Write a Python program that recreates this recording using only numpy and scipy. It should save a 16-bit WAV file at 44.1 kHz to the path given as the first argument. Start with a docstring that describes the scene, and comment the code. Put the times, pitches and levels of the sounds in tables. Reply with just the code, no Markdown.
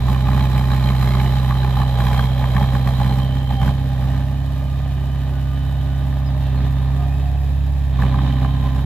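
"""The four-cylinder diesel of a small crawler bulldozer, a few metres away in an open field, heard by two microphones.
Sines at orders of the firing rate make its drone; cracks and gas noise ring the upright stack into a bark
that rises whenever the blade bites. As the load eases, the clatter of the block and a gear whine come through.
Shaken noise makes wavering bright bands, the tracks sing and squeak, and filtered noise makes soil and rumble.
The machine crosses from left to right as it creeps off."""
import sys
import numpy as np
from scipy import signal
from scipy.fft import rfft, irfft, next_fast_len
from scipy.io import wavfile
from scipy.ndimage import uniform_filter1d, map_coordinates

SR = 44100
rng = np.random.default_rng(int(sys.argv[2]) if len(sys.argv) > 2 else 0)


def int16_out(signal):
    """Quantize to a 16-bit WAV file."""
    q = np.round(np.clip(np.atleast_2d(signal).T, -1, 1) * 32767)
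    wavfile.write(sys.argv[1], SR, q.astype(np.int16))


N = 390285
TIME = np.arange(N) / SR

# Speed that the governor holds apart from the bites. Each row: time in seconds, firings per second.
GOVERNED_SPEED = [(0.0, 65.145), (0.64, 65.686), (1.12, 64.8), (1.78, 66.01), (2.06, 63.688),
                  (2.66, 66.386), (3.09, 65.055), (3.52, 67.374), (4.0, 65.872), (4.22, 66.165),
                  (4.3, 67.6), (4.7, 67.2), (6.4, 67.252), (6.88, 66.632), (6.98, 67.906), (7.76, 69.372),
                  (8.04, 65.855), (8.85, 67.662)]
# Bites of the blade, each answered by a surge of fuel.
# Each row: start in seconds, length in seconds, rise of the effort in dB.
FUEL_SURGES = [(0.064, 0.082, 4), (0.255, 0.2, 4), (0.542, 0.043, 4), (0.695, 0.054, 3),
               (0.844, 0.074, 2.5), (1.004, 0.11, 2.5), (1.144, 0.11, 2.5), (1.323, 0.049, 1.58),
               (1.488, 0.013, 3.5), (1.634, 0.048, 2.5), (1.765, 0.05, 4), (1.978, 0.27, 4.5),
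               (2.391, 0.076, 2.5), (2.537, 0.11, 6), (2.718, 0.054, 4.5), (2.853, 0.053, 4.5),
               (2.993, 0.11, 4.5), (3.106, 0.12, 2.5), (3.341, 0.057, 2.5), (3.497, 0.046, 6),
               (3.608, 0.1, 9.5), (4.003, 0.21, 4), (6.537, 0.14, 3), (7.986, 0.079, 5), (8.122, 0.17, 2.5),
               (8.416, 0.044, 4), (8.626, 0.054, 3.5), (8.749, 0.052, 4.5)]
SURGE_ATTACK_S, SURGE_RELEASE_S = 0.023, 0.0073
# the engine sags around the start of each bite, the deeper the harder it is
SAG_HZ_PER_DB, SAG_S = .403, .06


def governor():
    """Each bite drags the speed down; the fuel comes up fast, holds and falls back. Gives (firings per s, surge dB)."""
    speed, = in_time(GOVERNED_SPEED)
    surge_db = np.zeros(N)
    for start, length, rise_db in FUEL_SURGES:
        age = TIME - start
        attack = np.clip(age / SURGE_ATTACK_S + .5, 0, 1)
        release = np.exp(-np.clip(age - length, 0, 1) / SURGE_RELEASE_S)
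        surge_db += rise_db * attack * release
        speed -= SAG_HZ_PER_DB * rise_db * np.exp(-np.minimum(age ** 2, 1) / SAG_S ** 2)
    return speed, surge_db


# Cylinders in firing order. Each row: relative strength in dB, lateness in firing intervals.
CYLINDER_FIRINGS = [(-1, -.10), (1.7, -.03), (.5, -.10), (-2, .03)]


def puffs(firings, decay, floor):
    """Each exhaust valve opens abruptly and its gas dies away; decay is in firing intervals."""
    gate = floor
    for k, (db, late) in enumerate(CYLINDER_FIRINGS):
        age = (firings - k - late) % len(CYLINDER_FIRINGS)
        gate = gate + from_db(db) * np.exp(-age / decay)
    return rms_one(gate)


# Firing tone as the machine turns and creeps off. Each row: time in seconds, relative level in dB.
FIRING_TONE = [(0.0, -16.7), (1.2, -17), (3.6, -19.8), (5.24, -19.1), (6.18, -17.8), (7.64, -15.2),
               (8.85, -17.7)]
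# Lift as the machine turns and creeps off. Each row: time in seconds, lift of the octave in dB, of the growl in dB.
OCTAVE_AND_GROWL_LIFT = [(0, 0, 3), (2.1, -0.5, -2), (3.3, 2, 4.5), (4.1, 3, 7), (4.6, 1, 6), (6.7, 2, 5),
                         (7.3, 1.5, 5), (8.85, 0, 6)]
# Lope of the unequal cylinders. Each row: multiple of the firing rate, relative level in dB.
LOPE_ORDERS = [(.5, -54), (.75, -45), (1.25, -37.5), (1.498, -31.5), (1.749, -37.5)]
# Orders of the growl. Each row: multiple of the firing rate, dB within the growl under load, dB running light.
GROWL_ORDERS = [(2.248, 5, -17.5), (2.501, -17, -6), (2.752, -7, -11), (2.998, 0.5, -12),
                (3.25, 0.5, -19.5), (3.499, -9, -7), (3.752, -18, -14), (4, -7, -5), (4.5, -14.5, -30.5),
                (4.999, -19, -33.5), (5.5, -40, -27), (5.999, -16.5, -26)]
# Low gas noise within the growl. Each row: frequency in Hz, relative dB per Hz.
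RUMBLE_SPECTRUM = [(20, -46), (45, -20), (90, -1.5), (180, 13.5), (260, 2), (330, -10), (500, -47.5)]
# How octave, lope and growl follow the engine.
# Each law: relative dB at half load, dB per dB of steady load, dB per dB of surge.
OCTAVE_FOLLOWS = (-19, 0.81, 0.23)
LOPE_FOLLOWS = (-2.9, -0.25, 0.12)
GROWL_FOLLOWS = (-33.5, 1, .75)
WAVER_DB = 1.8  # spread of the wavering of lope and growl orders


def drone(firings, load, load_db, surge_db, strong=1.073, dispersion=3.8):
    """The firing tone and its octave; one strong cylinder adds quarter orders between and above them."""
    tone_db, = in_time(FIRING_TONE)
    octave_db, growl_db = in_time(OCTAVE_AND_GROWL_LIFT)
    turn = 2 * np.pi * firings

    def partial(order, db):
        """One order of the strong cylinder's pulse, which the pipe smears in time."""
        phase = 2 * np.pi * order * (firings - strong) - dispersion * (order - 2) ** 2
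        return from_db(db + WAVER_DB * drift(6.9)) * np.sin(phase)

    fundamental = from_db(tone_db - 2.5 + 0.5 * surge_db) * np.sin(turn)
    octave = from_db(octave_db) * follow(OCTAVE_FOLLOWS, load_db, surge_db) * np.sin(2 * turn)
    lope = follow(LOPE_FOLLOWS, load_db, surge_db) * sum(partial(order, db) for order, db in LOPE_ORDERS)
    growl = sum(partial(order, light_db + load * (loaded_db - light_db))
                for order, loaded_db, light_db in GROWL_ORDERS)
    gas = puffs(firings, decay=.2, floor=.4) * rng.standard_normal(N)
    growl += from_db(-9 - 4.5 * load) * colour(gas, RUMBLE_SPECTRUM)
    growl_gain = follow(GROWL_FOLLOWS, load_db, surge_db) * from_db(growl_db)
    # above the first pipe resonance the pressure swings the other way, hence the minus
    return np.sqrt(2) * (fundamental - octave + lope + growl_gain * growl)


# Hotter gas raises all resonances of the stack. 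Each row: time in seconds, pitch ratio.
GAS_HEAT_PITCH = [(0, 1), (.4, 1.03), (1.2, 1.035), (1.7, 1), (2.2, .99), (3.2, 1.005), (8.85, .99)]


def bark(firings):
    """A crack and a puff of turbulent gas per firing ring the stack, whose pitch rises with the heat of the gas."""
    cracks = np.zeros(N)
    for k, (db, late) in enumerate(CYLINDER_FIRINGS):
        cycles = np.floor((firings - k - late) / len(CYLINDER_FIRINGS))
        at = np.flatnonzero(np.diff(cycles))
        cracks[at] = from_db(db + rng.standard_normal(len(at)))
    gas = puffs(firings, decay=.28, floor=.15) * cycle_noise(firings, repeat=.45)
    # ring a fixed pipe on a warped clock, then unwarp: its pitch follows the heat
    pipe_clock = np.cumsum(in_time(GAS_HEAT_PITCH)[0])
    steps = np.arange(pipe_clock[-1])
    ringing = stack(np.interp(steps, pipe_clock, .55 * rms_one(cracks) + gas))
    # the firings carry similar energy
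    ringing /= uniform_filter1d(ringing ** 2 + 1e-9, SR // 30) ** .3
    return rms_one(np.interp(pipe_clock, steps, ringing))


# Resonances of the stack at pitch ratio 1. Each row: frequency in Hz, width in Hz, relative level in dB.
STACK_RESONANCES = [(452, 77, -14), (586, 28, -1.5), (678, 38, -4.5), (813, 63, 3.5), (994, 92, -0.5),
                    (1127, 37, -8), (1184, 17, -15), (1590, 54, -15.5), (1752, 32, -10), (2180, 600, -31)]


def stack(x, muffler_hz=2600, mouth_hz=330):
    """The pipe's resonances side by side; the muffler swallows the treble, the narrow mouth radiates little bass."""
    ringing = sum(from_db(db) * resonate(x, hz, width) for hz, width, db in STACK_RESONANCES)
    band = signal.butter(4, [mouth_hz, muffler_hz], "band", fs=SR, output="sos")
    return signal.sosfilt(band, ringing)


# Single hard firings.
# Each row: time in seconds, relative level in dB of the stack's ring, of the clank, of the bright spit.
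HARD_FIRINGS = [(0.083, -29, -31, -42), (0.16, -44, -34, -51), (0.285, -27, -33, -44),
                (0.33, -39, -33, -47), (0.375, -33, -37, -42), (0.392, -45, -40, -43),
                (0.529, -34, -35, -56), (0.593, -30, -41, -44), (0.608, -30, -35, -53),
                (0.701, -50, -35, -37), (0.717, -45, -31, -41), (0.731, -34, -35, -40),
                (0.778, -31, -45, -55), (0.902, -44, -33, -46), (0.948, -31, -44, -51),
                (1.026, -34, -33, -41), (1.072, -31, -46, -43), (1.148, -32, -33, -50),
                (1.198, -32, -40, -39), (1.507, -33, -27, -35), (1.52, -32, -33, -44),
                (1.63, -45, -48, -37), (1.646, -29, -35, -42), (1.768, -31, -34, -56),
                (1.799, -29, -42, -50), (1.816, -31, -30, -40), (1.829, -31, -34, -51),
                (2.001, -37, -32, -32), (2.065, -45, -31, -35), (2.079, -36, -33, -49),
                (2.129, -42, -43, -36), (2.143, -29, -35, -49), (2.192, -36, -30, -29),
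                (2.44, -49, -32, -37), (2.564, -46, -26, -30), (2.582, -28, -40, -49),
                (2.609, -29, -38, -48), (2.641, -31, -38, -45), (2.749, -39, -32, -34),
                (2.873, -41, -29, -37), (2.998, -28, -32, -41), (3.013, -28, -43, -39),
                (3.11, -33, -51, -52), (3.508, -28, -58, -55), (3.629, -27, -36, -41),
                (3.677, -32, -37, -34), (7.988, -43, -34, -56), (8.02, -33, -42, -32),
                (8.034, -36, -31, -42), (8.141, -34, -31, -42), (8.187, -50, -34, -40),
                (8.446, -53, -31, -40)]
# Resonances for ring, clank and spit, in that order. Each row: frequency in Hz, width in Hz, gain in dB.
HARD_FIRING_MODES = [(825, 140, -.3), (1100, 240, 2), (1620, 340, 2.5)]


def knocks(thump_db=-12, thump_hz=195, thump_s=.006):
    """Now and then a cylinder fires hard: a burst rings the stack and the steel around it, over a low thump."""
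    out, age = np.zeros(N), TIME[:SR // 10]
    thump = -np.sin(2 * np.pi * thump_hz * age) * np.exp(-age / thump_s)
    for s, *levels in HARD_FIRINGS:
        gas = rng.standard_normal(len(age)) * age * np.exp(-age / .0011)
        burst = from_db(thump_db) * from_db(levels).sum() * thump
        for db, (hz, width, gain_db) in zip(levels, HARD_FIRING_MODES):
            ring = resonate(resonate(gas, hz, width), hz, width)
            # level the ring by its first 12 ms
            burst += from_db(db + gain_db) * ring / ring[age < .012].std()
        at = round(s * SR)
        out[at:at + len(age)] += burst
    return out


# Sound of the block. Each row: frequency in Hz, relative dB per Hz.
BLOCK_SPECTRUM = [(150, -9), (280, 2), (340, -3.5), (480, -5), (620, 3), (800, 1), (950, -3), (1180, -6),
                  (1380, -15.5), (1850, -7), (2120, -17), (2500, -19.5), (3000, -24), (6000, -54)]


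def clatter(firings):
    """Injectors and valve gear knock on the block, partly alike in every cycle."""
    taps = puffs(firings, decay=.15, floor=.7) * from_db(1.2 * drift(30))
    return colour(taps * cycle_noise(firings, repeat=0.23), BLOCK_SPECTRUM)


# Rasp and hiss of the engine. Each row: frequency in Hz, relative dB per Hz.
RASP_SPECTRUM = [(900, -8), (1750, 5), (2100, -3), (2500, 0), (2850, 2), (3150, 3.5), (3450, 0), (3680, 5),
                 (4050, -1), (4450, -6.5), (5300, -14), (6300, -13), (12000, -35)]
HISS_SPECTRUM = [(3000, -12.5), (5000, 7), (6000, 0), (7400, 4), (8900, -4), (10500, 2), (12200, 4.5),
                 (13800, 4), (15500, 0.5)]
# Hiss apart from the surges. Each row: time in seconds, relative level in dB.
HISS_CURVE = [(0.0, -48), (1.22, -44.5), (1.68, -48), (2.21, -45), (2.32, -48), (3.18, -48), (3.28, -51.5),
              (4.8, -52.5), (8.85, -53)]
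# How the rasp follows the engine: relative dB at half load, dB per dB of steady load, dB per dB of surge.
RASP_FOLLOWS = (-43.5, 0.51, 0.46)


def rush(firings, load_db, surge_db, rasp_flutter_db=1.5, hiss_flutter_db=1.5):
    """An even rasp, and a hiss that swells with each firing; both flutter on their own."""
    hiss_db, = in_time(HISS_CURVE)
    swell = puffs(firings, decay=.36, floor=.85)
    rasp = colour(cycle_noise(firings, repeat=0.43), RASP_SPECTRUM) * from_db(rasp_flutter_db * drift(12))
    hiss = colour(swell * rng.standard_normal(N), HISS_SPECTRUM) * from_db(hiss_flutter_db * drift(17))
    return follow(RASP_FOLLOWS, load_db, surge_db) * rasp + from_db(hiss_db + 0.62 * surge_db) * hiss


# Bright band near 2.3 kHz, strongest under load, with a faint higher one running light.
# Each row: time in seconds, mean pitch in Hz, relative level in dB.
MID_BRIGHT_BAND = [(0, 2350, -52), (.4, 2380, -48), (.75, 2330, -47.5), (1.2, 2150, -44.5),
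                   (1.45, 2300, -54), (1.95, 2300, -56), (2.15, 2260, -41.5), (2.35, 2300, -54),
                   (2.6, 2260, -49), (2.8, 2260, -53), (3.65, 2258, -57), (4, 2380, -63), (6, 2630, -62),
                   (6.5, 2664, -59), (7.2, 2550, -58), (7.9, 2555, -60), (8.05, 2350, -51),
                   (8.85, 2400, -67)]
# Lower and upper bright band that waver. Each row: time in seconds, mean pitch in Hz, relative level in dB.
LOW_BRIGHT_BAND = [(0, 3080, -51), (.9, 3140, -46.5), (1.6, 3030, -49.5), (1.85, 3160, -45.5),
                   (2.7, 3210, -50), (3.2, 3120, -48), (3.7, 3100, -56), (4.3, 2920, -58.5),
                   (6.8, 2960, -63), (7.9, 3000, -70), (8.03, 3100, -57), (8.3, 3090, -47),
                   (8.85, 3056, -59)]
HIGH_BRIGHT_BAND = [(0, 3880, -49), (.75, 4020, -46), (1.7, 3940, -46.5), (2.2, 4017, -47),
                    (2.7, 3940, -48), (3.1, 4120, -48.5), (3.35, 4000, -54.5), (4.2, 4010, -61),
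                    (5.2, 3747, -76), (5.6, 3747, -56), (6.1, 3710, -58), (6.6, 3740, -55.5),
                    (7.2, 3650, -60), (7.9, 3764, -68), (8.03, 3820, -54), (8.3, 3820, -51),
                    (8.85, 3807, -57)]


def bright_bands(firings, surge_db, mid_width_hz=320, low_width_hz=170, high_width_hz=240, per_surge=.55, jitter_hz=55):
    """Each firing sets off three bright bands of noise, whose pitch and strength waver."""
    pulses = puffs(firings - .03, decay=.2, floor=.12) * from_db(1.8 * drift(25))
    pulses = pulses * cycle_noise(firings, repeat=.45)
    bands = (MID_BRIGHT_BAND, mid_width_hz), (LOW_BRIGHT_BAND, low_width_hz), (HIGH_BRIGHT_BAND, high_width_hz)
    out = 0
    for curve, width_hz in bands:
        hz, db = in_time(curve)
        band = moving_band(pulses, hz + jitter_hz * drift(9), width_hz)
        out = out + from_db(db + per_surge * surge_db) * band
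    return out


# Whines of the drive train.
# Each row: start in seconds, end in seconds, multiple of the firing rate, relative level in dB.
GEAR_WHINES = [(0, 1.8, 6, -48), (0, 3.2, 13.1, -43), (1.3, 4.4, 12.4, -41), (1.4, 4.4, 9, -46.5),
               (4.4, 6.6, 9, -50), (0, 1.9, 5.5, -47), (4.7, 6.3, 5.5, -52), (5.1, 6.3, 22, -56),
               (6.3, 7, 63.2, -62), (4.3, 7.3, 18, -52), (4.2, 5.3, 36.3, -60), (4.1, 6.9, 45, -61),
               (4.85, 6.05, 45, -55), (4.2, 5.5, 63.2, -63.5), (6.4, 7.55, 6, -45.5),
               (6.9, 7.55, 10.5, -44), (6.8, 7.3, 11.5, -49), (7.95, 8.9, 15.6, -45), (7.9, 8.5, 4.5, -42)]


def gears(firings, waver_db=3.8, wobble=.8, fade_s=.12):
    """Whines follow the engine speed, and come and go as the drive takes up or sheds load; wobble in radians."""
    out = np.zeros(N)
    for start, end, order, db in GEAR_WHINES:
        engaged = np.clip(np.minimum(TIME - start, end - TIME) / fade_s, 0, 1)
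        level = from_db(db + waver_db * drift(7.7))
        out += engaged * level * np.sin(2 * np.pi * order * firings + wobble * drift(6.8))
    return out


# Singing of the track steel. Each row: time in seconds, pitch in Hz, relative level in dB.
STEEL_SONG = [(0, 3110, -68), (1.7, 3200, -52), (2.0, 3250, -48), (2.2, 3250, -37), (2.4, 3220, -46),
              (2.62, 3220, -42), (2.85, 3170, -52), (3.3, 3115, -42.5), (3.7, 3090, -40.5),
              (3.85, 3030, -58), (6.0, 3030, -58), (7.2, 3040, -75), (8.85, 3040, -58)]
# Squeaks of the track pins, their pitch wavering around the line from start to end.
# Each row: middle in seconds, length in seconds, start pitch in Hz, end pitch in Hz, relative level in dB.
PIN_SQUEAKS = [(0.73, 0.05, 3950, 3790, -41), (2.231, 0.052, 3420, 3140, -40),
               (2.963, 0.082, 3630, 4120, -42), (6.278, 0.05, 5210, 4790, -47),
               (6.48, .12, 2730, 2690, -51), (6.58, 0.066, 4200, 4170, -49), (6.76, .18, 3560, 3640, -51),
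               (6.85, .14, 4220, 4190, -56), (7.13, .2, 2420, 2610, -50), (2.395, .04, 14200, 13800, -49),
               (6.82, .03, 11050, 10850, -54)]


def tracks(firings):
    """Dry steel rubs on steel: a rough ringing note that the engine's shaking breaks up, and a few squeaks."""
    hz, db = in_time(STEEL_SONG)
    turn = 2 * np.pi * np.cumsum(hz) / SR
    shaken = puffs(firings - .15, decay=.45, floor=.25)
    rough_note = drift(70) * np.sin(turn) + drift(70) * np.cos(turn)
    out = from_db(db) * resonate(shaken * rough_note, 3150, 600) * .8
    waver_hz = 30 * drift(60)
    for s, length, start_hz, end_hz, level_db in PIN_SQUEAKS:
        along = np.clip((TIME - s) / length + .5, 0, 1)
        pitch = start_hz + (end_hz - start_hz) * along + waver_hz
        out += from_db(level_db) * np.sin(np.pi * along) * np.sin(2 * np.pi * np.cumsum(pitch) / SR)
    return out


# Soil crumbling over the blade. 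Each row: time in seconds, relative level in dB.
SOIL_LEVEL = [(0, -56), (1.7, -53), (2.1, -42), (3.1, -45.5), (4.2, -49), (4.7, -64), (8.85, -61)]


def soil(hz=440, width_hz=260, lumpy_db=3):
    """Clods break and tumble in front of the blade: a dull, lumpy crumbling."""
    db, = in_time(SOIL_LEVEL)
    clods = rng.standard_normal(N) * from_db(lumpy_db * drift(30))
    return from_db(db) * rms_one(resonate(resonate(clods, hz, width_hz), hz, width_hz))


def bump(db=-33):
    """One dull, low bump of noise."""
    swell = np.exp(-((TIME - 6.66) / .05) ** 2)
    spectrum = [(20, -9), (45, -9), (170, 0), (400, -16), (1500, -64)]  # Hz, relative dB
    return from_db(db) * swell * colour(rng.standard_normal(N), spectrum)


def ground(db=-44):
    """A faint, even rumble under the drone."""
    spectrum = [(20, -12), (45, -17), (70, -4), (120, 2), (200, -11), (500, -51)]  # Hz, relative dB
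    return from_db(db) * colour(rng.standard_normal(N), spectrum)


# Bands cancelled by echoes off hood and ground. Each row: frequency in Hz, width in Hz, depth from 0 to 1.
ECHO_NOTCHES = [(930, 45, .5), (1345, 150, .52), (2130, 150, .5), (2780, 170, .55)]


def hollowed(x):
    """Short echoes cancel a few narrow bands and leave a hollow, metallic colour."""
    for hz, width, depth in ECHO_NOTCHES:
        x = x - np.clip(depth, 0, 1) * resonate(x, hz, width)
    return x


# Likeness of the two microphones. Each row: frequency in Hz, left-right likeness from -1 to 1.
MIC_LIKENESS = [(60, 1), (300, 0.67), (700, 1), (1400, 0.7), (2500, .85), (3500, 0.38), (4800, -0.24),
                (7000, -0.2), (15000, 0)]
# Balance of the two microphones. Each row: frequency in Hz, left minus right in dB.
MIC_BALANCE = [(60, -3), (210, -2.5), (500, -1), (1170, -0.5), (1800, -3), (2700, -4.5), (4100, -7),
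               (6400, 2.5), (10000, -1.5), (15000, -2.5)]
# Phase lead of the left microphone, on top of its head start. Each row: frequency in Hz, lead in radians.
MIC_LEAD = [(60, .41), (130, .27), (250, .17), (800, .14), (2000, .1), (3100, .35), (4000, 1.0), (7000, 0)]


def microphones(direct, scattered):
    """The bass reaches both microphones alike; the treble arrives scattered by machine and ground."""
    size = next_fast_len(N)
    hz = np.fft.rfftfreq(size, 1 / SR)
    alike = np.clip(at_hz(MIC_LIKENESS, hz), -1, 1)
    sides = np.array([[1], [-1]])  # left, right
    common = np.sqrt((1 + alike) / 2) * rfft(direct, size)
    opposed = sides * np.sqrt((1 - alike) / 2) * rfft(scattered, size)
    ports = from_db(sides * at_hz(MIC_BALANCE, hz) / 2) * np.exp(.5j * sides * at_hz(MIC_LEAD, hz))
    return irfft((common + opposed) * ports, size)[:, :N]


# How much earlier the sound reaches the left microphone. 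Each row: time in seconds, head start in microseconds.
LEFT_HEAD_START = [(0, 35), (2.5, 35), (5, 20), (6.5, -5), (8.85, -35)]


def bearing(pair):
    """As the machine crosses from left to right, the left microphone loses its head start."""
    lead = in_time(LEFT_HEAD_START)[0] * SR / 1e6  # in samples
    moved = [map_coordinates(x, [np.arange(N) + side * lead / 2], order=3, mode="nearest")
             for x, side in zip(pair, (1, -1))]
    return np.array(moved)


HALF_LOAD_DB = -32  # effort at which the engine is half loaded


def follow(law, load_db, surge_db):
    """Gain of a layer that follows the steady load and each surge."""
    level_db, per_load, per_surge = law
    return from_db(level_db + per_load * (load_db - HALF_LOAD_DB) + per_surge * surge_db)


def cycle_noise(firings, repeat, size=2600):
    """Noise of which a share of the power comes back alike in every engine cycle."""
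    share = np.clip(repeat, 0, 1)
    place = firings / len(CYLINDER_FIRINGS) % 1 * size
    pattern = np.interp(place, np.arange(size), rng.standard_normal(size))
    return np.sqrt(share) * rms_one(pattern) + np.sqrt(1 - share) * rng.standard_normal(N)


def resonate(x, hz, width_hz):
    """One resonance with gain 1 on top."""
    r = np.exp(-np.pi * width_hz / SR)
    feedback = [1, -2 * r * np.cos(2 * np.pi * hz / SR), r * r]
    return signal.lfilter(np.array([1, 0, -1]) * (1 - r * r) / 2, feedback, x)


def moving_band(x, hz, width_hz):
    """A resonance whose centre follows a curve; rms 1."""
    turn = np.exp(2j * np.pi * np.cumsum(hz) / SR)
    slow = signal.sosfilt(signal.butter(2, width_hz / 2, fs=SR, output="sos"), x / turn)
    return rms_one((slow * turn).real)


def colour(x, spectrum, size=4096):
    """Causal (minimum-phase) filter with the given spectrum; rms 1."""
    cepstrum = irfft(np.log(from_db(at_hz(spectrum, np.fft.rfftfreq(size, 1 / SR)))))
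    cepstrum[1:size // 2] *= 2
    response = irfft(np.exp(rfft(cepstrum[:size // 2], size)))
    return rms_one(signal.fftconvolve(x, response)[:N])


def drift(rate):
    """Smooth chance with spread 1, wandering faster at a higher rate."""
    r = np.exp(-80 * np.pi * rate / SR)  # one step per 40 samples
    slow = signal.lfilter([1], [1, -2 * r, r * r], rng.standard_normal(N // 40 + 2002))[2000:]
    return np.interp(np.arange(N) / 40, np.arange(len(slow)), rms_one(slow))


def from_db(db):
    """Decibels to gain."""
    return 10 ** (np.asarray(db) / 20)


def rms_one(x):
    """Scale to unit power."""
    return x / np.sqrt(np.mean(x ** 2) + 1e-20)


def in_time(rows):
    """Each column of a curve at every sample."""
    s, *columns = np.transpose(rows)
    return [np.interp(TIME, s, c) for c in columns]


def at_hz(points, hz):
    """Read a spectrum on a log-frequency axis."""
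    f, value = np.transpose(points)
    return np.interp(np.log(hz + 1), np.log(f), value)


# Steady load of the soil on the blade. Each row: time in seconds, load in dB.
SOIL_LOAD = [(0.0, -32.5), (0.98, -30), (1.54, -30.5), (3.19, -33.5), (3.42, -37.5), (4.02, -37.5),
             (4.5, -40), (5.78, -39), (6.94, -36.5), (7.32, -41.5), (7.88, -42.5), (8.02, -33.5),
             (8.4, -33.5), (8.85, -37)]
# How the clatter follows the engine: relative dB at half load, dB per dB of steady load, dB per dB of surge.
CLATTER_FOLLOWS = (-38.3, .25, .2)
START = -.329  # where in its cycle the engine starts, in firing intervals


def scene():
    """The soil sets the load: the bark rises over the clatter as the blade bites."""
    speed, surge_db = governor()
    firings = START + np.cumsum(speed) / SR
    load_db, = in_time(SOIL_LOAD)
    effort_db = load_db + surge_db
    load = 1 / (1 + from_db(2 * (HALF_LOAD_DB - effort_db)))  # 0 running light, 1 fully loaded
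    bark_gain = from_db(effort_db - 2.0) * load ** 0.25
    clatter_gain = follow(CLATTER_FOLLOWS, load_db, surge_db)

    def machine():
        """The noisy part of the sound, different along each path."""
        engine = bark_gain * bark(firings) + knocks() + clatter_gain * clatter(firings)
        engine = hollowed(engine + rush(firings, load_db, surge_db))
        return engine + bright_bands(firings, surge_db) + tracks(firings) + soil()

    whine = from_db(0.54 * surge_db + 0.5) * gears(firings)
    tones = drone(firings, load, load_db, surge_db) + whine
    direct = machine() + tones + bump() + ground()
    return bearing(microphones(direct, machine()))


CUTOFF_HZ = 15450


def record(dry):
    """The top is cut steeply; both ends fade over a few milliseconds."""
    to_edge = np.minimum(TIME, TIME[-1] - TIME)
    fade = np.sin(np.pi / 2 * np.clip(to_edge / .004, 0, 1)) ** 2
    return signal.sosfilt(signal.ellip(12, .1, 90, CUTOFF_HZ, fs=SR, output="sos"), dry * fade)


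dry = scene()
out = record(dry)
int16_out(out)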